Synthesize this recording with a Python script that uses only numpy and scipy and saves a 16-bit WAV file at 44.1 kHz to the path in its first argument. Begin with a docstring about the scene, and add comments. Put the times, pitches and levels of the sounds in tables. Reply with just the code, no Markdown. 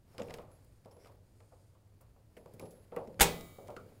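"""A quiet room: a mower stands on a wooden table while a part is worked into its metal side frame by hand.
Fingers and sleeves rub over a low rumble and mains hum. Metal slides and clicks, small parts ping,
and dull knocks pass through frame and table. At 3.2 s the part snaps home with one loud, rattling
clack that thumps the table and leaves the steel ringing."""
import sys
import numpy as np
from scipy import signal
from scipy.fft import rfft, irfft
from scipy.io import wavfile
from scipy.ndimage import map_coordinates

SR = 44100
rng = np.random.default_rng(int(sys.argv[2]) if len(sys.argv) > 2 else 0)


def unload_wav(signal):
    """Save mono or channel-first audio to the path in sys.argv[1] as 16-bit WAV at rate SR, clipped to [-1, 1]."""
    wavfile.write(
        sys.argv[1],
        SR,
        np.round(np.clip(np.atleast_2d(signal).T, -1, 1) * 32767).astype(np.int16),
    )


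N = 176400
T = np.arange(SR) / SR  # time within one event, s
TOP_HZ = 15830

# building rumble spectrum: freq_hz, gain_db
RUMBLE_COLOUR = [(20, -8), (35, -11.5), (50, 1), (68, -5), (98, 5.5), (130, -5), (200, -14.5), (500, -19.5),
                 (1000, -30.5), (2500, -39), (8000, -40.5), (15500, -43.5)]
# room decay: freq_hz, t60_s
ROOM_DECAY = [(60, 0.96), (170, 0.6), (500, 0.71), (1200, 0.29), (3500, 0.33), (8000, 0.22), (15000, 0.26)]
# sleeve and finger rub envelope: time_s, level_db
RUB_LEVELS = [(0, -83.5), (.12, -64.5), (.2, -65), (.36, -61), (.47, -74), (.53, -70), (.85, -75),
              (.98, -72.5), (1.05, -66.5), (1.2, -75.5), (1.35, -77), (1.6, -77.5), (1.8, -77.5),
              (2.05, -75.5), (2.25, -77), (2.4, -70), (2.68, -67), (2.87, -68.5), (4, -66.5)]
# rub spectrum: freq_hz, gain_db
RUB_COLOUR = [(200, 21.5), (1200, 7), (2200, 2.5), (3600, -3.5), (4900, 0.5), (6000, -10), (7000, -1.5),
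              (7700, -8.5), (8600, -2), (12000, -3.5), (15500, -7)]
# soft sleeve strokes: centre_s, length_s, level_db
SLEEVE_STROKES = [(.67, .5, -81.5), (1.5, 0.65, -79)]
# sleeve stroke spectrum: freq_hz, gain_db
SLEEVE_COLOUR = [(1000, -8), (2300, -3), (3500, -8), (4800, 2), (5900, -8), (6900, 2), (7700, -4),
                 (8600, 4), (9600, -3), (11000, -2), (15000, -18)]
# metal-on-metal slides: centre_s, length_s, level_db
METAL_SLIDES = [(.15, 0.16, -80.5), (.3, .26, -74), (1.044, 0.14, -72)]
# slide spectrum: freq_hz, gain_db
SLIDE_COLOUR = [(300, -10), (1700, -6), (2200, 3), (2800, -8), (4500, -8), (5100, 6), (5600, 4),
                (6200, -10), (8500, -7), (15000, -15)]
# loose washer touches: start_s, level_db, t60_s, damped_after_s
WASHER_TOUCHES = [(.51, -66, .3, .06), (.914, -71, .6, .12), (2.364, -74, .6, .07), (2.594, -64, 1.1, .25),
                  (2.965, -71, .4, .06)]
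# small ringing parts: start_s, pitch_hz, level_db, t60_s, waver_rad
PINGS = [(.182, 5070, -55, 0.094, 3.5), (.219, 6740, -52.5, 0.028, 2.3), (.34, 2070, -67, 0.047, 1.7),
         (.912, 5340, -65, 0.054, 2.5), (2.368, 635, -53.5, 0.24, 0.76), (2.367, 2200, -57.5, .09, 4.7),
         (2.368, 1610, -59.5, 0.074, 3.1), (2.5957, 2300, -49.5, 0.037, 2.1),
         (2.964, 1970, -44.5, 0.036, 0.65), (2.965, 2600, -54, 0.086, 1.2), (3.765, 1310, -46.5, .2, 1.8)]
# light metal clicks: start_s, level_db, tilt_db_per_octave, t60_s
CLICKS = [(0.1812, -40.5, -5, 0.016), (.1955, -50, -4.5, 0.062), (.219, -46.5, -5, 0.027),
          (.2325, -57, 0, 0.016), (.258, -66, 3, .02), (0.2844, -48.5, -7, 0.018), (0.297, -54, -6, 0.079),
          (0.307, -43, -7.5, 0.018), (.3095, -45, -6.5, 0.017), (0.3396, -44, -3, 0.037),
          (.374, -56, 7, 0.012), (0.385, -46, -7.5, 0.024), (0.419, -68, 3, .02), (0.516, -66, 2, 0.02),
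          (.647, -60, 15, 0.019), (0.848, -63, -4, 0.025), (0.858, -63.5, 2, 0.018), (.912, -68.5, 1, 0.1),
          (.968, -67, -2, .015), (1.035, -71, 1, .04), (1.047, -57, -7, 0.041), (1.0588, -63, 0, 0.022),
          (1.071, -62.5, -1, .03), (1.404, -65, -5, 0.035), (2.01, -60, 10.5, 0.075), (2.368, -64, 4, 0.09),
          (2.4592, -61.5, -1, .02), (2.537, -60, 8, 0.062), (2.5962, -48, 3, 0.022), (2.612, -64, -1, 0.14),
          (2.655, -64.5, 0, 0.097), (2.708, -60, 6.5, 0.11), (2.92, -48, -10.5, 0.027),
          (2.963, -50, 2, 0.023), (3.074, -61.5, -2, 0.04), (3.144, -58.5, -5, 0.01),
          (3.4097, -46, -0.5, 0.015), (3.674, -57.5, 0, .02), (3.682, -53.5, 0, 0.017),
          (3.704, -59, -2, .025), (3.7651, -45.5, -6, 0.04)]
# click spectrum: freq_hz, gain_db
CLICK_COLOUR = [(100, -11.5), (900, -18), (1600, -3.5), (2400, 0.5), (3900, -4.5), (5200, -2.5), (6100, -7),
                (7800, -5.5), (10000, -8.5), (15500, -13.5)]
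# dull knocks: start_s, level_db, tilt_db_per_octave, t60_s, table_gain_db
KNOCKS = [(.143, -60.5, 1, 0.39, -20), (.186, -42, 1, 0.16, 0), (0.2, -39, -5.5, 0.15, 4),
          (.293, -48, 1.5, 0.26, -4), (0.34, -47.5, -6.5, 0.24, -12), (.384, -51, 4, 0.34, 4.5),
          (.498, -63, 3, 0.27, -34), (.857, -49.5, -1, 0.1, -13), (.917, -67, 3, 0.21, -11),
          (.965, -55.5, -4, 0.13, 0), (1.057, -57, 5.5, .2, -14), (1.096, -56, 0.5, 0.049, -18),
          (1.401, -63.5, 3, 0.24, -19), (1.52, -58.5, 1, 0.22, -4), (1.75, -67, 6, 0.11, -12),
          (2.006, -65, 7.5, 0.21, -15), (2.162, -65, 4, 0.1, -4), (2.368, -54.5, -8, 0.31, 3),
          (2.458, -50, -3, 0.1, 2), (2.54, -46.5, -12.5, 0.05, -14), (2.597, -48, -2.5, 0.17, -19),
          (2.625, -42.5, -8, 0.18, -3), (2.9232, -44.5, 0.5, 0.19, 1.5), (2.9645, -35, -1, 0.16, 7),
          (2.9695, -49.5, 4, 0.19, 10.5), (3.076, -47, -17, 0.12, -3), (3.585, -42.5, -3.5, 0.072, -9),
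          (3.686, -43.5, -2, 0.26, -25), (3.766, -44, -8.5, 0.077, -17), (3.919, -57.5, -8, 0.099, -12)]
# knock spectrum: freq_hz, gain_db
KNOCK_COLOUR = [(40, -25), (150, -6.5), (300, -9), (500, 3.5), (700, -2.5), (950, -6), (1300, -13),
                (1700, -27.5), (2500, -31.5), (4500, -47.5), (15000, -98)]
# table top modes: pitch_hz, gain_db, t60_s
TABLE_MODES = [(473.6, 1.5, 0.12), (603, -17.5, .16), (758, -16, .1)]
# metal frame modes: pitch_hz, gain_db, t60_s
FRAME_MODES = [(170, -8, .6), (250, -10, .3), (336, -11, .35), (397, -7, .38), (462, -4, .35),
               (497, -5, .36), (577, -9, .3), (641, -6, .22), (810, 3, .17), (890, -1, .15), (961, -5, .21),
               (1445, -3, .1), (1687, -12, .17), (1960, -4, .14), (2210, -3, .17), (2483, -6, .28),
               (2734, -6, .18), (3364, -5, .16), (3623, -5, .15), (7004, -3, .15), (7865, -10, .2),
               (8216, 1, .12), (9883, -8, .15)]
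# long-ringing modes of the steel part: pitch_hz, gain_db, t60_s
STEEL_MODES = [(1109, -7, .8), (1241, -4, .9), (2009, 3, .65), (2279, -10, 1.5), (3740, -6, .7),
               (3837, -6, .75), (9358, -15, 1), (10187, -15, 1.2), (11929, -17, 1.1), (13259, -14, 1),
               (14082, -15, 1.2), (14357, -14, 1.1), (14920, -18, 1.3), (15198, -10, 1.1)]
# spectrum of the spring and gear modes: freq_hz, gain_db
SHIMMER_COLOUR = [(1000, 7), (2300, 0.5), (3000, -1.5), (3900, 3.5), (5500, -5.5), (7000, 0.5),
                  (10000, -0.5), (12500, -6), (14000, -0.5), (15500, 1)]
# contacts within the clack: start_s, level_db, t60_s, tilt_db_per_octave
CLACK_CONTACTS = [(3.1937, -38.5, 0.063, -5), (3.1987, -23.5, 0.02, -2), (3.2076, -17, 0.049, -1.5),
                  (3.2114, -16.5, 0.032, 2.5), (3.2158, -15, 0.042, 8.2), (3.2183, -19, 0.045, 0.5),
                  (3.2281, -21.5, 0.066, 2)]
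# clack contact spectrum: freq_hz, gain_db
CLACK_COLOUR = [(40, -17.5), (150, -1.5), (400, -6.5), (850, -2.5), (1150, -6.5), (1450, 2.5), (2400, -1.5),
                (3700, -0.5), (5200, -6.5), (7000, -4), (10000, -5.5), (12500, -8), (15500, -13)]
# clack reverb spectrum: freq_hz, gain_db
CLACK_TAIL_COLOUR = [(40, -1.5), (160, 3.5), (450, 0), (850, 1.5), (1150, 1), (2300, -1), (3800, -1.5),
                     (5200, -3), (8000, -1.5), (11500, -9.5), (15500, -12.5)]


def amp(db):
    """dB to linear gain."""
    return 10 ** (np.asarray(db) / 20)


def unit_rms(x):
    """Scale to rms 1."""
    return x / np.sqrt(np.mean(x ** 2) + 1e-20)


def curve_at(points, hz):
    """Interpolate (freq_hz, value) points on a log frequency axis."""
    freqs_hz, values = np.transpose(points)
    return np.interp(np.log(hz + 1), np.log(freqs_hz + 1), values)


def add(track, start_s, sound):
    """Mix a sound into the track in place."""
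    span = track[round(start_s * SR):][:len(sound)]
    span += sound[:len(span)]


def noise(colour, size, tilt_db_per_octave=0):
    """Coloured noise of rms 1, tilted above 200 Hz."""
    hz = np.fft.rfftfreq(size, 1 / SR)
    gain = amp(curve_at(colour, hz) + tilt_db_per_octave * np.log2(np.maximum(hz, 200)))
    return unit_rms(irfft(rfft(rng.standard_normal(size)) * gain, size))


def decay(t60_s):
    """Exponential decay."""
    return np.exp(-np.log(1000) * T / t60_s)


def rise(tau_s):
    """Exponential attack."""
    return 1 - np.exp(-T / tau_s)


def burst(colour, tilt_db_per_octave, t60_s):
    """Dense, damped vibration of one contact, with the energy of its envelope."""
    envelope = decay(t60_s)
    vibration = noise(colour, SR, tilt_db_per_octave) * envelope
    return vibration * np.linalg.norm(envelope) / np.linalg.norm(vibration)


def ring(modes, waver_rad=0, waver_per_s=59):
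    """Damped sines with random, wavering phase."""
    knots_s = np.arange(300) / waver_per_s
    out = np.zeros(SR)
    for hz, db, t60_s in modes:
        phase_rad = 2 * np.pi * (hz * T + rng.random())
        drift = np.interp(T, knots_s, rng.standard_normal(len(knots_s)))
        out += amp(db) * decay(t60_s) * np.sin(phase_rad + waver_rad * drift)
    return out


def room_tone(rumble_db=-62.5, hum_db=-70.5, hum_hz=100):
    """Building rumble and mains hum."""
    hum = np.sin(2 * np.pi * hum_hz * np.arange(N) / SR)
    return amp(rumble_db) * noise(RUMBLE_COLOUR, N) + amp(hum_db) * hum


def reverb(colour, tilt_db_per_octave=0):
    """Diffuse room tail of a contact; treble dies first."""
    hz, time_s, bands = signal.stft(noise(colour, SR, tilt_db_per_octave), SR, nperseg=256)
    bands *= np.exp(-np.log(1000) * time_s / curve_at(ROOM_DECAY, hz)[:, None])
    return signal.istft(bands, SR)[1][:SR] * rise(tau_s=.018)


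def rubbing(rough_db=1.5, grips_per_s=90):
    """Faint, uneven friction of sleeves and fingers."""
    time_s = np.arange(N) / SR
    grip = map_coordinates(rng.standard_normal(600), [time_s * grips_per_s], mode="wrap")
    level_db = np.interp(time_s, *np.transpose(RUB_LEVELS)) + rough_db * grip
    return amp(level_db) * noise(RUB_COLOUR, N)


def friction(strokes, colour, rough_db, slips_per_s=91):
    """Surfaces drag in tiny slips that excite their resonances."""
    out = np.zeros(N)
    for centre_s, length_s, db in strokes:
        slips = np.interp(T, np.arange(600) / slips_per_s, rng.standard_normal(600))
        swell = np.sin(np.pi * np.minimum(T / length_s, 1))
        add(out, centre_s - length_s / 2, swell * amp(db + rough_db * slips) * noise(colour, SR))
    return out


def washer(pitch_hz=11150, damping_s=.015):
    """A loose washer rings until a finger damps it."""
    out = np.zeros(N)
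    for start_s, db, t60_s, damped_after_s in WASHER_TOUCHES:
        tone = ring([(pitch_hz, db, t60_s)], waver_rad=.35)
        finger = np.exp(-np.maximum(T - damped_after_s, 0) / damping_s)
        add(out, start_s, tone * rise(tau_s=.008) * finger)
    return out


def pings():
    """Small parts ring after a touch, one mode each."""
    out = np.zeros(N)
    for start_s, hz, db, t60_s, waver_rad in PINGS:
        add(out, start_s, ring([(hz, db, t60_s)], waver_rad, waver_per_s=330))
    return out


def clicks(reverb_db=-18):
    """Metal edges tick against each other."""
    out = np.zeros(N)
    for start_s, db, tilt_db_per_octave, t60_s in CLICKS:
        tick = burst(CLICK_COLOUR, tilt_db_per_octave, t60_s)
        tail = amp(reverb_db) * reverb(CLICK_COLOUR, tilt_db_per_octave)
        add(out, start_s, amp(db) * (tick + tail))
    return out


def knocks(reverb_db=-6.5):
    """The part bumps the frame; the table top resonates."""
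    out = np.zeros(N)
    for start_s, db, tilt_db_per_octave, t60_s, table_gain_db in KNOCKS:
        bump = burst(KNOCK_COLOUR, tilt_db_per_octave, t60_s) * rise(tau_s=.001)
        table = amp(table_gain_db) * ring(TABLE_MODES) * rise(tau_s=.0037)
        tail = amp(reverb_db) * reverb(KNOCK_COLOUR, tilt_db_per_octave)
        add(out, start_s, amp(db) * (bump + table + tail))
    return out


def shimmer(group_db=-53.5, mid_t60_s=.96):
    """Many weak spring and gear modes, in three decay groups."""
    out = np.zeros(SR)
    for t60_ratio in (.6, 1, 1.4):
        spectrum = np.zeros(SR // 2 + 1, complex)  # 1 Hz bins
        hz = rng.integers(1000, TOP_HZ, size=100)
        phase_rad = 2 * np.pi * rng.random(len(hz))
        spectrum[hz] = amp(curve_at(SHIMMER_COLOUR, hz)) * np.exp(1j * phase_rad)
        out += unit_rms(irfft(spectrum)) * decay(mid_t60_s * t60_ratio)
    return amp(group_db) * out


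def clack(seat_s=3.2085, frame_db=-26, steel_db=-47, reverb_db=-24, thump_db=-18.5, thump_hz=53):
    """The part catches and rattles home; frame and steel ring, the table thumps."""
    out = np.zeros(N)
    for start_s, db, t60_s, tilt_db_per_octave in CLACK_CONTACTS:
        add(out, start_s, amp(db) * burst(CLACK_COLOUR, tilt_db_per_octave, t60_s))
    frame = amp(frame_db) * ring(FRAME_MODES, waver_rad=.35)
    steel = amp(steel_db) * ring(STEEL_MODES, waver_rad=.1)
    metal = (frame + steel + shimmer()) * rise(tau_s=.002)
    thump = amp(thump_db) * np.sin(2 * np.pi * thump_hz * T) * decay(t60_s=.091) * rise(tau_s=.0018)
    tail = amp(reverb_db) * reverb(CLACK_TAIL_COLOUR)
    add(out, seat_s, metal + thump + tail)
    return out


def scene():
    """Mono mix of all sources."""
    slides = friction(METAL_SLIDES, SLIDE_COLOUR, rough_db=2.5)
    sleeves = friction(SLEEVE_STROKES, SLEEVE_COLOUR, rough_db=1.5)
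    contacts = clack() + knocks() + clicks() + pings() + washer()
    background = rubbing() + room_tone()
    return (background + sleeves + slides + contacts)[None]


def record(dry):
    """Steep low-pass at TOP_HZ."""
    hz = np.fft.rfftfreq(2 * N, 1 / SR)
    return irfft(rfft(dry, 2 * N) / (1 + (hz / TOP_HZ) ** 200))[:, :N]


dry = scene()
out = record(dry)
unload_wav(out)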